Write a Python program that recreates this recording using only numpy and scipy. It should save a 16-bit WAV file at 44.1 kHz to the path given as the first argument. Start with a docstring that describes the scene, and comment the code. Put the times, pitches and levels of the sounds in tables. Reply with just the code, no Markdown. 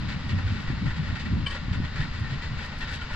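"""A tractor tows a potato harvester through a field, heard from several metres behind.
From the start the sieve chain clatters over the throbbing diesel, surging at each jolt; soil hisses
through the bars, stalks crackle and gusts rumble on the microphone. At 1.5 s a loose steel part clanks
and bounces, then the dry links squeak more often. The wind drops after 2.5 s; a faint clank comes at 3 s."""
import sys
import numpy as np
from scipy import signal
from scipy.fft import rfft, irfft
from scipy.io import wavfile

SR = 44100
rng = np.random.default_rng(int(sys.argv[2]) if len(sys.argv) > 2 else 0)


def output_pcm(signal):
    """Save a mono or channel-first signal as 16-bit PCM at the path in sys.argv[1].

    Samples are clipped to [-1, 1] before scaling.
    """
    pcm = np.clip(np.atleast_2d(signal).T, -1, 1) * 32767
    wavfile.write(sys.argv[1], SR, np.round(pcm).astype(np.int16))


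N = 138915
T = np.arange(N) / SR
BIN_HZ = np.arange(N // 2 + 1) * SR / N
SIDES = np.array([[1], [-1]])  # left, right


def from_db(db):
    """Decibels to gain."""
    return 10 ** (np.asarray(db) / 20)


def unit_rms(x):
    """Scale to unit power."""
    return x / np.sqrt(np.mean(x ** 2) + 1e-20)


def per_sample(points):
    """Curve over time, read at every sample."""
    return np.interp(T, *np.transpose(points))


def per_bin(points):
    """Curve over log frequency, read at every bin."""
    hz, value = np.transpose(points)
    return np.interp(np.log(BIN_HZ + 1e-3), np.log(hz), value)


def drift(rate_hz):
    """Low-passed noise, unit RMS."""
    return unit_rms(irfft(rfft(rng.standard_normal(N)) / (1 + (BIN_HZ / rate_hz) ** 2), N))


def swell(centre_s, level_db, half_width_s):
    """Gaussian envelope."""
    return from_db(level_db) * np.exp(-((T - centre_s) / half_width_s) ** 2)


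def pan(pan_db):
    """Channel gains; pan_db is left minus right."""
    return from_db(SIDES * pan_db / 2)


def ring(x, hz, t60_s):
    """One mode: a unit click rings a decaying unit sine."""
    r, w = from_db(-60 / (t60_s * SR)), 2 * np.pi * hz / SR
    return signal.lfilter([0, np.sin(w)], [1, -2 * r * np.cos(w), r * r], x + 1e-18)


def contacts(per_s, spread_db):
    """Two streams of random, uneven clicks."""
    sizes = from_db(spread_db * np.minimum(rng.exponential(1, (2, N)), 4))
    return sizes * rng.choice([-1, 1], (2, N)) * (rng.random((2, N)) < per_s / SR)


# Left-right likeness: freq_hz, coherence_before_clip
PORT_LIKENESS = [(40, 5), (90, 3), (150, 1.8), (300, 0.3), (560, 1), (950, 1), (1600, 0.57), (2300, 0.3),
                 (3300, 0.9), (6000, 0.24)]
# Left-right balance: freq_hz, pan_db
PORT_BALANCE = [(100, 1), (350, 1.5), (600, 5), (760, -2), (1050, 1), (1500, 2), (1780, 3), (2050, 0.5),
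                (2700, 8.5), (3080, -4), (3700, 9.5), (4900, 11), (6300, -0.5), (9000, 2.5)]
# Left-right phase: freq_hz, left_lead_rad
PORT_LEAD = [(60, 0), (260, 1.11), (690, -1.26), (1600, 0.5), (1890, -0.5), (2300, -1.8), (3100, -0.9),
             (3800, -1), (6400, -2.5)]
def stereo(pair, colour_db=0):
    """Two unrelated signals to coloured left and right microphone ports, unit RMS."""
    mid, side = rfft(pair) * from_db(colour_db)
    coherence = np.clip(per_bin(PORT_LIKENESS), -.99, .99)
    mixed = np.sqrt(1 + coherence) * mid + SIDES * np.sqrt(1 - coherence) * side
    ports = pan(per_bin(PORT_BALANCE)) * np.exp(1j * SIDES * per_bin(PORT_LEAD) / 2)
    return unit_rms(irfft(mixed * ports, N))


def noise(spectrum):
    """Coloured stereo noise, unit RMS."""
    return stereo(rng.standard_normal((2, N)), per_bin(spectrum))


# Chain jolts: start_s, level_db, length_s, tilt_db_per_octave
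CHAIN_JOLTS = [(0.081, -36.5, 0.05, 0.5), (0.29, -37.5, 0.023, 2), (0.383, -34.5, 0.0087, -5),
               (0.462, -42, 0.1, 1.5), (0.554, -40, 0.077, -3), (0.672, -38, .045, -3.5),
               (0.857, -35.5, 0.049, -3.5), (0.957, -39.5, 0.024, -0.5), (1.031, -39, 0.091, -3),
               (1.152, -33, 0.014, -3), (1.194, -42.5, 0.014, 8.5), (1.252, -35.5, 0.012, -3),
               (1.5, -39, 0.044, 2.5), (1.545, -34.5, 0.016, -2.5), (1.726, -35, 0.025, -2),
               (1.84, -38, 0.016, -2), (1.955, -35, 0.055, -1), (2.003, -34, 0.031, -3),
               (2.134, -41.5, 0.04, 1), (2.238, -44.5, 0.023, -2.5), (2.299, -40, 0.04, 0.5),
               (2.418, -42.5, 0.036, 5.5), (2.577, -37, 0.08, -1.5), (2.714, -37.5, 0.018, -5.5),
               (2.804, -34.5, 0.037, -1.5), (2.873, -35.5, 0.055, -1), (2.933, -39.5, .028, 5.5),
               (3.011, -37.5, 0.0091, -1), (3.1, -36, 0.052, -4)]
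# Harvester frame modes: freq_hz, bandwidth_hz, gain_db
FRAME_MODES = [(615, 25, -17.5), (803, 100, -12), (1050, 120, -11.5), (1136, 96, -16), (1379, 39.5, -5),
               (1499, 40, -4), (1755, 75, -3), (1837, 45, -0.5), (1930, 86, -0.5), (2252, 95, -3.5),
               (2692, 50, -6.5), (2910, 140, -8), (3450, 21, -17)]
# Bar scrape: freq_hz, density_db
BAR_SPECTRUM = [(400, 9.5), (1200, -4), (2500, 3.5), (3600, 8), (4900, 2), (5900, -5.5), (7600, -6.5),
                (9000, -32), (10500, -50.5), (15000, -58)]
def sieve_chain():
    """Dense metal contacts ring the frame and scrape the bars, surging at each jolt."""
    attack_s, release_s, sag_db_per_s = .005, .022, 22
    idle_db, frame_gain_db, bar_gain_db, pivot_hz = -45.5, -6.5, -6.5, 1675
    start_s, level_db, length_s, tilt_db_per_octave = np.transpose(CHAIN_JOLTS)
    age_s = T - start_s[:, None]
    attack = np.clip(age_s / attack_s + .5, 0, 1)
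    release = np.exp(-np.maximum(age_s - length_s[:, None], 0) / release_s)
    sag_db = sag_db_per_s * np.maximum(age_s, 0)
    jolt_power = (from_db(level_db[:, None] - sag_db) * attack * release) ** 2
    clicks = contacts(per_s=2500, spread_db=.5)
    frame = 0
    for k, (hz, bandwidth_hz, gain_db) in enumerate(FRAME_MODES):
        tilt = from_db(tilt_db_per_octave * np.log2(hz / pivot_hz))
        power = from_db(idle_db) ** 2 + tilt ** 2 @ jolt_power
        mode = ring(clicks * np.sqrt(power), hz, t60_s=np.log(1000) / (np.pi * bandwidth_hz))
        frame += (-1) ** k * from_db(gain_db) * np.sqrt(power.mean()) * unit_rms(mode)
    clatter = from_db(frame_gain_db) * frame.std() * stereo(frame)
    scrape_level = np.sqrt(from_db(tilt_db_per_octave) ** 2 @ jolt_power)  # one octave above the pivot
    return clatter + from_db(bar_gain_db) * scrape_level * stereo(clicks, per_bin(BAR_SPECTRUM))


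# Engine orders: crank_multiple, gain_db
ENGINE_ORDERS = [(1, -5.5), (2, -7.5), (3, 3), (4, -7), (5, -4), (6, -4), (7, -13.5), (8, -6.5), (9, -10.5),
                 (10, -10)]
# Exhaust and running gear: freq_hz, density_db
EXHAUST_SPECTRUM = [(20, 22), (75, 12.5), (145, 3), (250, -14.5), (330, -22.5), (500, -21.5), (700, -20.5),
                    (1100, -21.5), (2000, -60), (9000, -85)]
def diesel():
    """Uneven crank orders over exhaust noise that pulses twice a turn."""
    crank_hz, wander, rough_db = 26.27, .0048, 3.5
    hum_gain_db, exhaust_db = -46.5, -39
    crank_rad = 2 * np.pi * np.cumsum(crank_hz * (1 + wander * drift(2.1))) / SR
    hum = 0
    for order, gain_db in ENGINE_ORDERS:
        level = from_db(gain_db + rough_db * drift(23))
        hum += level * np.sin(order * crank_rad + rng.uniform(0, 2 * np.pi))
    exhaust = from_db(exhaust_db) * noise(EXHAUST_SPECTRUM) * (1 + np.cos(2 * crank_rad))
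    return from_db(hum_gain_db) * np.sqrt(2) * hum + exhaust


# Soil hiss: freq_hz, density_db
SOIL_SPECTRUM = [(300, -1.5), (700, -2.5), (1000, 2), (1800, 1), (2400, -2), (3800, -4), (4900, -8),
                 (5900, -17.5), (7600, -19.5), (8600, -51.5), (10500, -76.5)]
# Soil flow: time_s, level_db
SOIL_FLOW = [(0.0, -40), (0.95, -41), (1.67, -42), (2.19, -40.5), (2.67, -40.5), (2.82, -41), (3.15, -40)]
def soil():
    """Earth and stalks slide steadily over the sieve."""
    gain_db, flicker_db = -1.57, .5
    return from_db(per_sample(SOIL_FLOW) + gain_db - flicker_db * drift(13)) * noise(SOIL_SPECTRUM)


# Strikes and bounces: start_s, level_db, most_excited_hz, pan_db
STEEL_STRIKES = [(1.464, -27.5, 2930, 4), (1.507, -38, 4600, 6), (1.553, -37.5, 496, 2),
                 (3.018, -42.5, 3100, 7)]
# Steel part modes: freq_hz, gain_db, t60_s
STEEL_MODES = [(536, -4, .025), (1110, -2.5, 0.17), (1647, -6.5, 0.092), (1746, -11, 0.11),
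               (2323, -6, 0.063), (2794, -19.5, 0.044), (3027, -8.5, 0.11), (3078, -1.5, 0.068),
               (4630, -13, .08), (4990, -16.5, 0.033), (8140, -22, 0.16), (8340, -23, .1),
               (8670, -27.5, .07)]
def steel_clank():
    """A loose steel part strikes with a crack and buzzes as it rings; each contact favours other modes."""
    rise_s, hold_s, crack_gain_db, crack_t60_s = .009, .008, -14.5, .22
    buzz_depth, buzz_hz, falloff_db_per_octave = .42, 150, 5

    def blow(start_s, t60_s):
        """Rise, hold, decay."""
        rise = np.clip((T - start_s) / rise_s + .5, 0, 1)
        return rise * from_db(-60 * np.maximum(T - start_s - hold_s, 0) / t60_s)

    crack = sum(from_db(db + crack_gain_db) * blow(s, crack_t60_s) for s, db, _, _ in STEEL_STRIKES)
    out = crack * noise(BAR_SPECTRUM)
    for hz, gain_db, t60_s in STEEL_MODES:
        buzz = 1 + buzz_depth * (drift(buzz_hz) + 1j * drift(buzz_hz))
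        tone = np.real(buzz * np.exp(2j * np.pi * (hz * T + rng.random())))
        for start_s, level_db, most_excited_hz, pan_db in STEEL_STRIKES:
            falloff_db = falloff_db_per_octave * abs(np.log2(hz / most_excited_hz))
            out += pan(pan_db) * from_db(level_db + gain_db - falloff_db) * blow(start_s, t60_s) * tone
    return out


# Link squeaks: centre_s, level_db, half_width_s, pitch_hz
LINK_SQUEAKS = [(0.383, -40, .012, 1850), (1.519, -35, 0.016, 1880), (1.841, -40.5, 0.0072, 1850),
                (2.147, -48, .009, 1950), (2.255, -40, 0.041, 1835), (2.423, -39, 0.0088, 1910),
                (2.433, -39.5, 0.0137, 2010), (2.474, -38, 0.0057, 1985), (2.824, -40, 0.016, 1855),
                (3.015, -40.5, .022, 1440)]
def link_squeaks():
    """Dry links stick and slip on their rollers: short rough tones of unsteady pitch."""
    wander, jitter_hz, rough_db = .01395, 87, 2
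    rad_per_hz = 2 * np.pi * np.cumsum(1 + wander * drift(jitter_hz)) / SR
    tones = sum(swell(*envelope) * np.sin(hz * rad_per_hz) for *envelope, hz in LINK_SQUEAKS)
    return pan(pan_db=2.5) * from_db(rough_db * drift(jitter_hz)) * tones


# Snap clusters: centre_s, level_db, half_width_s
STALK_CRACKLES = [(.285, -57.5, .012), (0.617, -52, 0.011), (2.2, -53, .01), (2.648, -51, 0.023),
                  (2.81, -52.5, 0.034), (2.943, -49, 0.034), (3.14, -52.5, 0.024)]
# Snap colour: freq_hz, density_db
SNAP_SPECTRUM = [(1500, -26), (4500, 6.5), (7000, -6), (9000, -7.5), (10500, -27), (11400, -11),
                 (12500, -22), (15000, -24)]
def stalks():
    """Dry stalks snap in the sieve in short bright clusters."""
    level = sum(swell(*crackle) for crackle in STALK_CRACKLES)
    return level * stereo(contacts(per_s=700, spread_db=4), per_bin(SNAP_SPECTRUM))


# Gusts: time_s, level_db
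GUSTS = [(0, -28.5), (.15, -33.5), (.24, -38.5), (.33, -23.5), (.43, -33), (.58, -30), (.65, -35),
         (.71, -28.5), (.75, -30.5), (.87, -27), (.95, -38), (1.04, -29), (1.13, -32.5), (1.18, -39.5),
         (1.28, -28.5), (1.39, -25), (1.46, -35.5), (1.54, -49.5), (1.63, -36.5), (1.76, -31),
         (1.84, -31.5), (1.89, -40), (2.02, -32), (2.14, -39), (2.22, -32.5), (2.34, -34), (2.39, -41.5),
         (2.53, -36.5), (2.8, -49), (3.15, -45)]
# Wind rumble: freq_hz, density_db
RUMBLE_SPECTRUM = [(12, -22), (30, -12), (60, -3), (100, 0.5), (160, -3.5), (220, -9), (290, -20),
                   (380, -32.5), (600, -42.5), (1500, -92)]
# Strong-gust flutter: freq_hz, density_db
FLUTTER_SPECTRUM = [(60, -32), (160, 0.5), (250, 9), (320, 0), (400, -9.5), (650, -60), (3000, -100)]
# Single eddies: centre_s, level_db, pitch_hz, half_width_s
EDDIES = [(0.362, -23, 93, 0.032), (0.462, -18, 93.3, 0.021), (0.517, -20.5, 100, 0.021),
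          (0.703, -23, 236, 0.0025), (.826, -22.5, 195, 0.0067), (.872, -21.5, 115, 0.0085),
          (1.003, -19.5, 153, 0.012), (1.684, -16, 95, 0.0019), (1.717, -15.5, 91, 0.0035),
          (1.803, -15, 158, 0.0022), (2.004, -18.5, 132, 0.0076), (2.014, -23, 47.5, 0.022),
          (2.225, -27, 101, 0.02), (2.33, -23.5, 131, 0.017)]
def wind():
    """Lumpy rumble swells and brightens with the gusts; eddies thump on the microphone ports."""
    shared_lumps_db, port_lumps_db, port_spread_rad = .5, 2.08, .3
    flutter_db, flutter_db_per_gust_db = -35, 1.37
    gust_db = per_sample(GUSTS)
    lumps_db = shared_lumps_db * drift(6.1) + port_lumps_db * np.array([drift(54), drift(55)])
    out = from_db(gust_db + lumps_db) * noise(RUMBLE_SPECTRUM)
    growth_db = flutter_db_per_gust_db * (gust_db - gust_db.max() + lumps_db)
    out += from_db(flutter_db + growth_db) * noise(FLUTTER_SPECTRUM)
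    for centre_s, level_db, hz, half_width_s in EDDIES:
        phase = rng.uniform(0, 2 * np.pi) + rng.normal(0, port_spread_rad, (2, 1))
        out += swell(centre_s, level_db, half_width_s) * np.cos(2 * np.pi * hz * (T - centre_s) + phase)
    return out


def scene():
    """Tractor, harvester and wind in the open field."""
    return diesel() + soil() + sieve_chain() + link_squeaks() + stalks() + steel_clank() + wind()


def record(dry):
    """Steep low-pass on the top treble."""
    stop_hz, stop_db = 14700, 70
    return signal.sosfilt(signal.cheby2(12, stop_db, stop_hz, fs=SR, output="sos"), dry)


dry = scene()
out = record(dry)
output_pcm(out)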